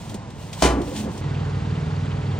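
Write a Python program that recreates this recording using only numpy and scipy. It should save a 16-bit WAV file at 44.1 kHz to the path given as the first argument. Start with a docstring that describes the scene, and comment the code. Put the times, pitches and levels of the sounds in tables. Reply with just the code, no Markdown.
"""Steel bin lid and idling diesel

A steel bin lid bangs shut: repeated impacts excite damped modes and noise that decays band by band.
Soft knocks are damped sines and humming panels are wavering ones; a bag rustles as grains of noise.
A diesel idles far off as harmonic orders under coloured noise; at a cut the listener stands near the
truck, the bin is no longer heard, and the idle is close, with metallic ticks in narrow noise bands."""
import sys
import numpy as np
from scipy import signal
from scipy.fft import rfft, irfft, next_fast_len
from scipy.io import wavfile
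from scipy.ndimage import map_coordinates

SR = 44100
rng = np.random.default_rng(int(sys.argv[2]) if len(sys.argv) > 2 else 0)


def undo_db(level):
    """Turn decibels back into plain size, where 20 dB means ten times bigger."""
    steps = np.asarray(level, float) / 20
    return 10 ** steps


def materialize(psi):
    """Save the field psi as 16-bit PCM at rate SR to the path in sys.argv[1].

    A 1-D psi becomes a single channel; in a 2-D psi each row is a channel.
    """
    bounded = np.clip(np.atleast_2d(psi).T, -1, 1)
    quanta = np.round(bounded * 32767).astype(np.int16)
    wavfile.write(sys.argv[1], SR, quanta)


N = 105663
TIME = np.arange(N) / SR  # seconds
CUT_S = 1.212


def unit(x):
    """Normalisation: scales a signal to an rms value of 1."""
    return x / np.sqrt(np.mean(x ** 2) + 1e-20)


def along(points, hz):
    """Logarithmic frequency scale: interpolates (frequency [Hz], value) points."""
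    f, v = np.transpose(points)
    return np.interp(np.log(hz + 1), np.log(f + 1), v)


def curve(rows):
    """Linear interpolation in time: (time [s], value) rows give one value per sample."""
    return np.interp(TIME, *np.transpose(rows))


def wobble(rate):
    """Slow random modulation: a smooth curve through `rate` normally distributed knots a second."""
    knots = rng.standard_normal(int(N * rate / SR) + 4)
    return map_coordinates(knots, [np.arange(N) * rate / SR])


def filtered(x, response):
    """Linear filtering: multiplies the spectrum by a complex response of frequency."""
    m = next_fast_len(N + 8192)
    return irfft(rfft(x, m) * response(np.fft.rfftfreq(m, 1 / SR)), m)[..., :N]


def noise(spectrum, source=None):
    """Spectral shaping: three independent noises coloured by one spectrum, to a joint rms of 1."""
    white = rng.standard_normal((3, N)) if source is None else source
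    return unit(filtered(white, lambda hz: undo_db(along(spectrum, hz))))


def ports(three, phase, alike):
    """Interaural-style coherence: a shared signal with a phase lead plus a private one per port."""
    sides = np.array([[1], [-1]])  # left, right

    def share(hz):
        return np.clip(along(alike, hz), 0, 1)

    common = filtered(three[0], lambda hz: np.sqrt(share(hz)) * np.exp(.5j * along(phase, hz) * sides))
    private = filtered(three[1:], lambda hz: np.sqrt(1 - share(hz)))
    return common + private


def decay(start, t60, rise):
    """Exponential damping: a fall of 60 dB per t60 after a rise with time constant `rise`."""
    t = np.maximum(TIME - start, 0)
    return undo_db(-60 * t / t60) * (1 - np.exp(-t / rise))


def ring(start, hz, t60, rise):
    """Free vibration of a damped resonator: one decaying sine."""
    return np.sin(2 * np.pi * hz * (TIME - start)) * decay(start, t60, rise)


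def warped(hz):
    """Mode modulation in buckling sheet: phase and size waver, faster for higher modes within limits."""
    depth_rad, depth_db, cycles = 0.72, 2, 14  # cycles of the mode between random knots
    rate = np.clip(hz / cycles, 12, 60)
    size = undo_db(depth_db * wobble(rate))
    phase = depth_rad * wobble(rate) + rng.uniform(0, 2 * np.pi)
    return size * np.sin(2 * np.pi * hz * TIME + phase)


def firing_phase():
    """Cyclic excitation: the phase of the firing pattern [rad], with a slow drift of its rate."""
    pattern_hz, wander = 19.46, 0.00294  # repeat rate; relative drift
    return 2 * np.pi * np.cumsum(pattern_hz * (1 + wander * wobble(3.3))) / SR


# Engine orders: (multiple of the pattern rate, level [dB])
IDLE_ORDERS = [(3, -42), (4, -44.5), (5, -31.5), (6, -51.5), (7, -30), (8, -32), (9, -41.5), (11, -50.5),
               (12, -44.5), (14, -46.5), (16, -49.5), (22, -48.5), (24, -51)]


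def idle_orders(turn):
    """Harmonic series of a cyclic machine: orders that line up loosely once a pattern."""
    swing_db, throb_rad, scatter_rad = 2.5, 3.9, .6
    tones = np.zeros(N)
    for order, db in IDLE_ORDERS:
        size = np.sqrt(2) * undo_db(db + swing_db * wobble(5.96))
        tones += size * np.cos(order * (turn - throb_rad) + scatter_rad * wobble(5))
    return tones


# Distant idle and road as heard: (frequency [Hz], relative density [dB])
FAR_AIR = [(15, -78), (25, -21), (102, -6.5), (165, -11), (179, -11), (200, -11.5), (324, -21),
           (1040, -21.5), (1150, -30), (8490, -45.5), (15800, -96.5)]
# Level changes of the distant idle and road: (time [s], level [dB])
FAR_SWELL = [(0, -2.5), (.12, 1), (.25, -2), (.4, -2.5), (.58, 2.3), (1.2, 1.8)]
# Phase lead of the left port: (frequency [Hz], lead [rad])
FAR_PHASE = [(60, .2), (250, 0.44), (600, 1.06), (1300, 1), (2500, 0.77), (4000, 0.77), (6000, 1.5),
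             (9000, 2.25), (14000, 3)]
# Power shared by the ports, also for rustle and bin: (frequency [Hz], share [1])
FAR_ALIKE = [(60, 0.89), (250, 1), (700, 0.95), (2000, 0.95), (5000, 0.36), (12000, 0.73)]


def far_idle(tones):
    """Superposition of weak periodic orders and a fluctuating broadband noise of engine and road."""
    level_db, tones_db = -36, -14
    level = undo_db(level_db + curve(FAR_SWELL) + wobble(11.1))
    return undo_db(tones_db) * tones + level * ports(noise(FAR_AIR), FAR_PHASE, FAR_ALIKE)


# Rustle level in two successive lists: (time [s], level [dB])
RUSTLE = [
    [(0, -47), (.13, -49), (.18, -61.5), (.28, -76), (.36, -58), (.41, -46.5), (.51, -51), (.565, -45),
     (.615, -36)],
    [(.78, -56.5), (.86, -44.5), (.94, -43), (.99, -35), (1.05, -44.5), (1.08, -56.5), (1.13, -47),
     (1.21, -48.5)],
]
# Rustle as finally heard, all but empty at about 10.8-13.2 kHz, a gap that is not the film's own:
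# (frequency [Hz], relative density [dB])
RUSTLE_COLOUR = [(710, -32.5), (1200, -14.5), (3200, -4), (5000, -8), (8920, -7.5), (10000, -12.5),
                 (10800, -96), (13200, -64), (13900, -6.5), (15800, -17)]


def rustle():
    """Granular excitation: crinkling film as dense random grains over a steady noise floor."""
    grains_per_s, spread_db = 2500, 2.5
    struck = rng.random(N) < grains_per_s / SR
    size = .5 + struck * undo_db(spread_db * rng.standard_normal(N))
    grains = rng.standard_normal((3, N)) * size
    level = undo_db(curve(RUSTLE[0] + RUSTLE[1]) + 0.5 * wobble(39.85))
    return ports(level * noise(RUSTLE_COLOUR, grains), FAR_PHASE, FAR_ALIKE)


# Single ticks of the film: (time [s], relative level [dB], centre frequency [Hz], t60 [s])
TICKS = [(.095, -38, 6000, 0.12), (.142, -34, 6060, 0.09), (.303, -42, 5500, 0.063),
         (0.529, -29.5, 3480, 0.098), (0.817, -31.5, 5980, .03), (0.962, -28, 3200, 0.082),
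         (1.115, -41, 5000, .04), (1.177, -36.5, 3500, .07)]


def film_ticks():
    """Impulsive excitation: each tick is a broad resonance band of noise that dies away."""
    film = noise(RUSTLE_COLOUR)
    out = np.zeros((3, N))
    for start, db, hz, t60 in TICKS:
        band = unit(filtered(film, lambda f: f * hz / (f ** 2 + hz ** 2)))
        out += undo_db(db - 2.5) * decay(start, t60, 0.00049) * band
    return ports(out, FAR_PHASE, FAR_ALIKE)


# Soft knocks on the bin: (time [s], level [dB], frequency [Hz], t60 [s])
KNOCKS = [(.143, -22, 210, 0.084), (0.142, -25.5, 372, 0.055), (0.146, -31, 550, 0.06),
          (0.876, -25, 490, 0.087), (0.917, -22.5, 526, .08), (1.046, -30, 350, 0.082),
          (1.092, -25.5, 181, 0.14), (1.18, -31, 457, .07)]


def knocks():
    """Impulse response: each soft blow leaves the bin in damped free vibration."""
    return sum(undo_db(db) * ring(start, hz, t60, 0.0016) for start, db, hz, t60 in KNOCKS)


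# Lid meets rim, then chatters: (time [s], level [dB])
BLOWS = [(0.6214, -14), (0.627, -18), (.633, -23), (.645, -21), (.657, -23), (.697, -32.5)]
# Spectrum of the rumbling bin body: (frequency [Hz], relative density [dB])
SHUDDER = [(24, -45), (40, -28), (75, -12), (114, -19), (211, -8.5), (244, -4.5), (1170, -31.5),
           (3000, -46), (3900, -61), (6600, -120)]


def shudder():
    """Reverberant decay: the bin body rumbles on in low noise of uneven level."""
    level_db, lumps_db, t60 = -28.5, 5.5, 2.36
    level = undo_db(level_db + lumps_db * wobble(25))
    return level * decay(BLOWS[0][0], t60, 0.025) * noise(SHUDDER)


# Lid crash as finally heard, with a gap near 11.7 kHz that is not the steel's own:
# (frequency [Hz], relative density [dB])
CRASH = [(35, -27.5), (60, -18), (576, -6.5), (1030, -17), (1720, -21.5), (6670, -21), (10100, -24.5),
         (11700, -106), (13700, -29.5), (15800, -37)]
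# Decay of the lid crash: (frequency [Hz], t60 [s])
CRASH_T60 = [(100, 0.84), (400, 0.36), (1200, 0.49), (3000, 0.25), (8000, 0.18)]


def crash():
    """High modal density: upper modes merge into noise that decays at its own rate in each band."""
    out = np.zeros((3, N))
    rise = 1 - np.exp(-np.arange(SR) / SR / 0.00068)
    for start, db in BLOWS:
        hz, t, z = signal.stft(noise(CRASH)[:, :SR], SR, nperseg=256)  # one second per blow
        damped = z * undo_db(-60 * t / along(CRASH_T60, hz)[:, None])
        tail = signal.istft(damped, SR, nperseg=256)[1][:, :SR]
        out[:, round(start * SR):][:, :SR] += undo_db(db) * tail * rise
    return out


def loose_contact():
    """Amplitude modulation: loose contact breaks up the sound, less and less after the first blow."""
    depth_db = 1.5
    return undo_db(depth_db * wobble(130) * decay(BLOWS[0][0], 0.95, 0.0029))


# Modes of lid and bin body: (frequency [Hz], level relative to the blow [dB], t60 [s])
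STEEL = [(61, -1, .6), (136.8, -2.5, 0.25), (212, -12, 0.24), (291, -11, 0.98), (350, -10, 0.67),
         (388, -7, 0.28), (533, -22, 0.26), (665.7, -14, 0.15), (828, -13.5, 0.43), (1017, -11, 0.43),
         (1159, -12.5, 0.46), (2406, -19.5, 0.3), (3020, -13.5, 0.27)]


def steel_modes():
    """Modal superposition: every blow adds energy to each damped mode of lid and bin."""
    out = np.zeros(N)
    for hz, gain, t60 in STEEL:
        energy = sum((undo_db(db + gain) * decay(start, t60, .7 / hz)) ** 2 for start, db in BLOWS)
        out += np.sqrt(energy) * warped(hz)
    return out


def snap():
    """Transient response: one strong, heavily damped sine just after the first blow."""
    start, db = BLOWS[0]
    over_blow_db, hz, t60 = 11.5, 628, 0.027
    return undo_db(db + over_blow_db) * ring(start + 0.00215, hz, t60, 0.00073)


# A panel hums up and fades: (start [s], frequency [Hz], level [dB], rise [s], t60 [s])
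HUMS = [(0.861, 289.4, -19, .03, 0.24), (.955, 212, -22, 0.013, 0.72)]


def hums():
    """Resonance build-up: panel modes swell gradually and then decay."""
    return sum(undo_db(db) * decay(start, t60, rise) * warped(hz) for start, hz, db, rise, t60 in HUMS)


# Phase lead of the left port for the bin: (frequency [Hz], lead [rad])
LID_PHASE = [(60, .2), (250, 0.13), (600, 1.07), (1300, 0.95), (2500, 0.27), (4000, 0.62), (6000, 0.97),
             (9000, 1.85), (14000, 2.6)]
# Stereo balance of the bin: (frequency [Hz], left minus right [dB])
LID_LEAN = [(60, -0.5), (300, -2), (600, -1), (2000, 5), (4500, -1), (9000, 0.8)]


def bin_and_lid():
    """Linear superposition of the bin's sounds, placed by phase and level differences."""
    out = (shudder() + crash()) * loose_contact()
    out[0] += knocks() + steel_modes() + snap() + hums()  # modes go to the shared signal
    pair = ports(out, LID_PHASE, FAR_ALIKE)
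    halves = np.array([[.5], [-.5]])
    return filtered(pair, lambda hz: undo_db(along(LID_LEAN, hz) * halves))


# Metal parts ticking with the firing pattern: (frequency [Hz], width [Hz], relative level [dB])
TAPPETS = [(2830, 700, -55.5), (3700, 340, -61), (4460, 440, -62.5), (7150, 900, -66.5)]
# Phase lead of the left port near the truck: (frequency [Hz], lead [rad])
NEAR_PHASE = [(60, 0.095), (250, .5), (600, 1.43), (1300, 1.08), (2500, 1.03), (4000, 0.54), (6000, 0.65),
              (9000, 2.1)]
# Power shared by the ports near the truck: (frequency [Hz], share [1])
NEAR_ALIKE = [(60, 1), (250, 0.99), (700, 0.64), (2000, 0.98), (5000, 0.57), (12000, 1)]


def tappets(turn):
    """Periodic modulation of narrow-band noise: each band swells once a pattern and by chance."""
    lag_rad, jitter_rad, sharpness = 1.7, .5, 1.6
    beat = unit((.5 + .5 * np.cos(turn - lag_rad + jitter_rad * wobble(9.5))) ** sharpness)
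    bands = np.zeros((3, N))
    for hz, width, db in TAPPETS:
        white = rng.standard_normal((3, N))
        band = unit(filtered(white, lambda f: np.exp(-((f - hz) / width) ** 2)))
        bands += undo_db(db + 2.2 * wobble(22.07)) * beat * band
    return ports(bands, NEAR_PHASE, NEAR_ALIKE)


# Close engine roar as finally heard, all but empty above about 10 kHz, which is not the engine's own:
# (frequency [Hz], relative density [dB])
NEAR_AIR = [(15, -70.5), (25, -37.5), (86, -6.5), (141, -11), (205, -12.5), (333, -23), (414, -18),
            (513, -23.5), (834, -24), (4450, -42), (7630, -50), (9460, -53), (10300, -108), (15800, -91)]


def near_idle(tones, turn):
    """Superposition of periodic orders, steady broadband roar and pulsed metallic noise."""
    roar_db = -31
    roar = ports(noise(NEAR_AIR), NEAR_PHASE, NEAR_ALIKE)
    return tones + undo_db(roar_db) * roar + tappets(turn)


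def engine():
    """Common source: one firing cycle drives the far idle, then the near idle after the cut."""
    turn = firing_phase()
    tones = idle_orders(turn)
    near = np.clip((TIME - CUT_S) / 0.0013, 0, 1)
    lean = undo_db([[-.6], [.6]])  # slightly stronger at the right
    return lean * ((1 - near) * far_idle(tones) + near * near_idle(tones, turn))


def scene():
    """Superposition in time: bin and bag sound only before the cut, the engine throughout."""
    before_cut = np.clip((CUT_S - TIME) / .003, 0, 1)
    return engine() + (rustle() + film_ticks() + bin_and_lid()) * before_cut


def low_pass(x):
    """Removes everything above the highest recorded frequency."""
    return signal.sosfilt(signal.butter(12, 16470, fs=SR, output="sos"), x)


def record(dry):
    """Band limitation: the phone passes only frequencies below a sharp upper limit."""
    top_hz = 15900
    mix = filtered(dry, lambda hz: hz < top_hz)
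    return low_pass(mix)


dry = scene()
out = record(dry)
materialize(out)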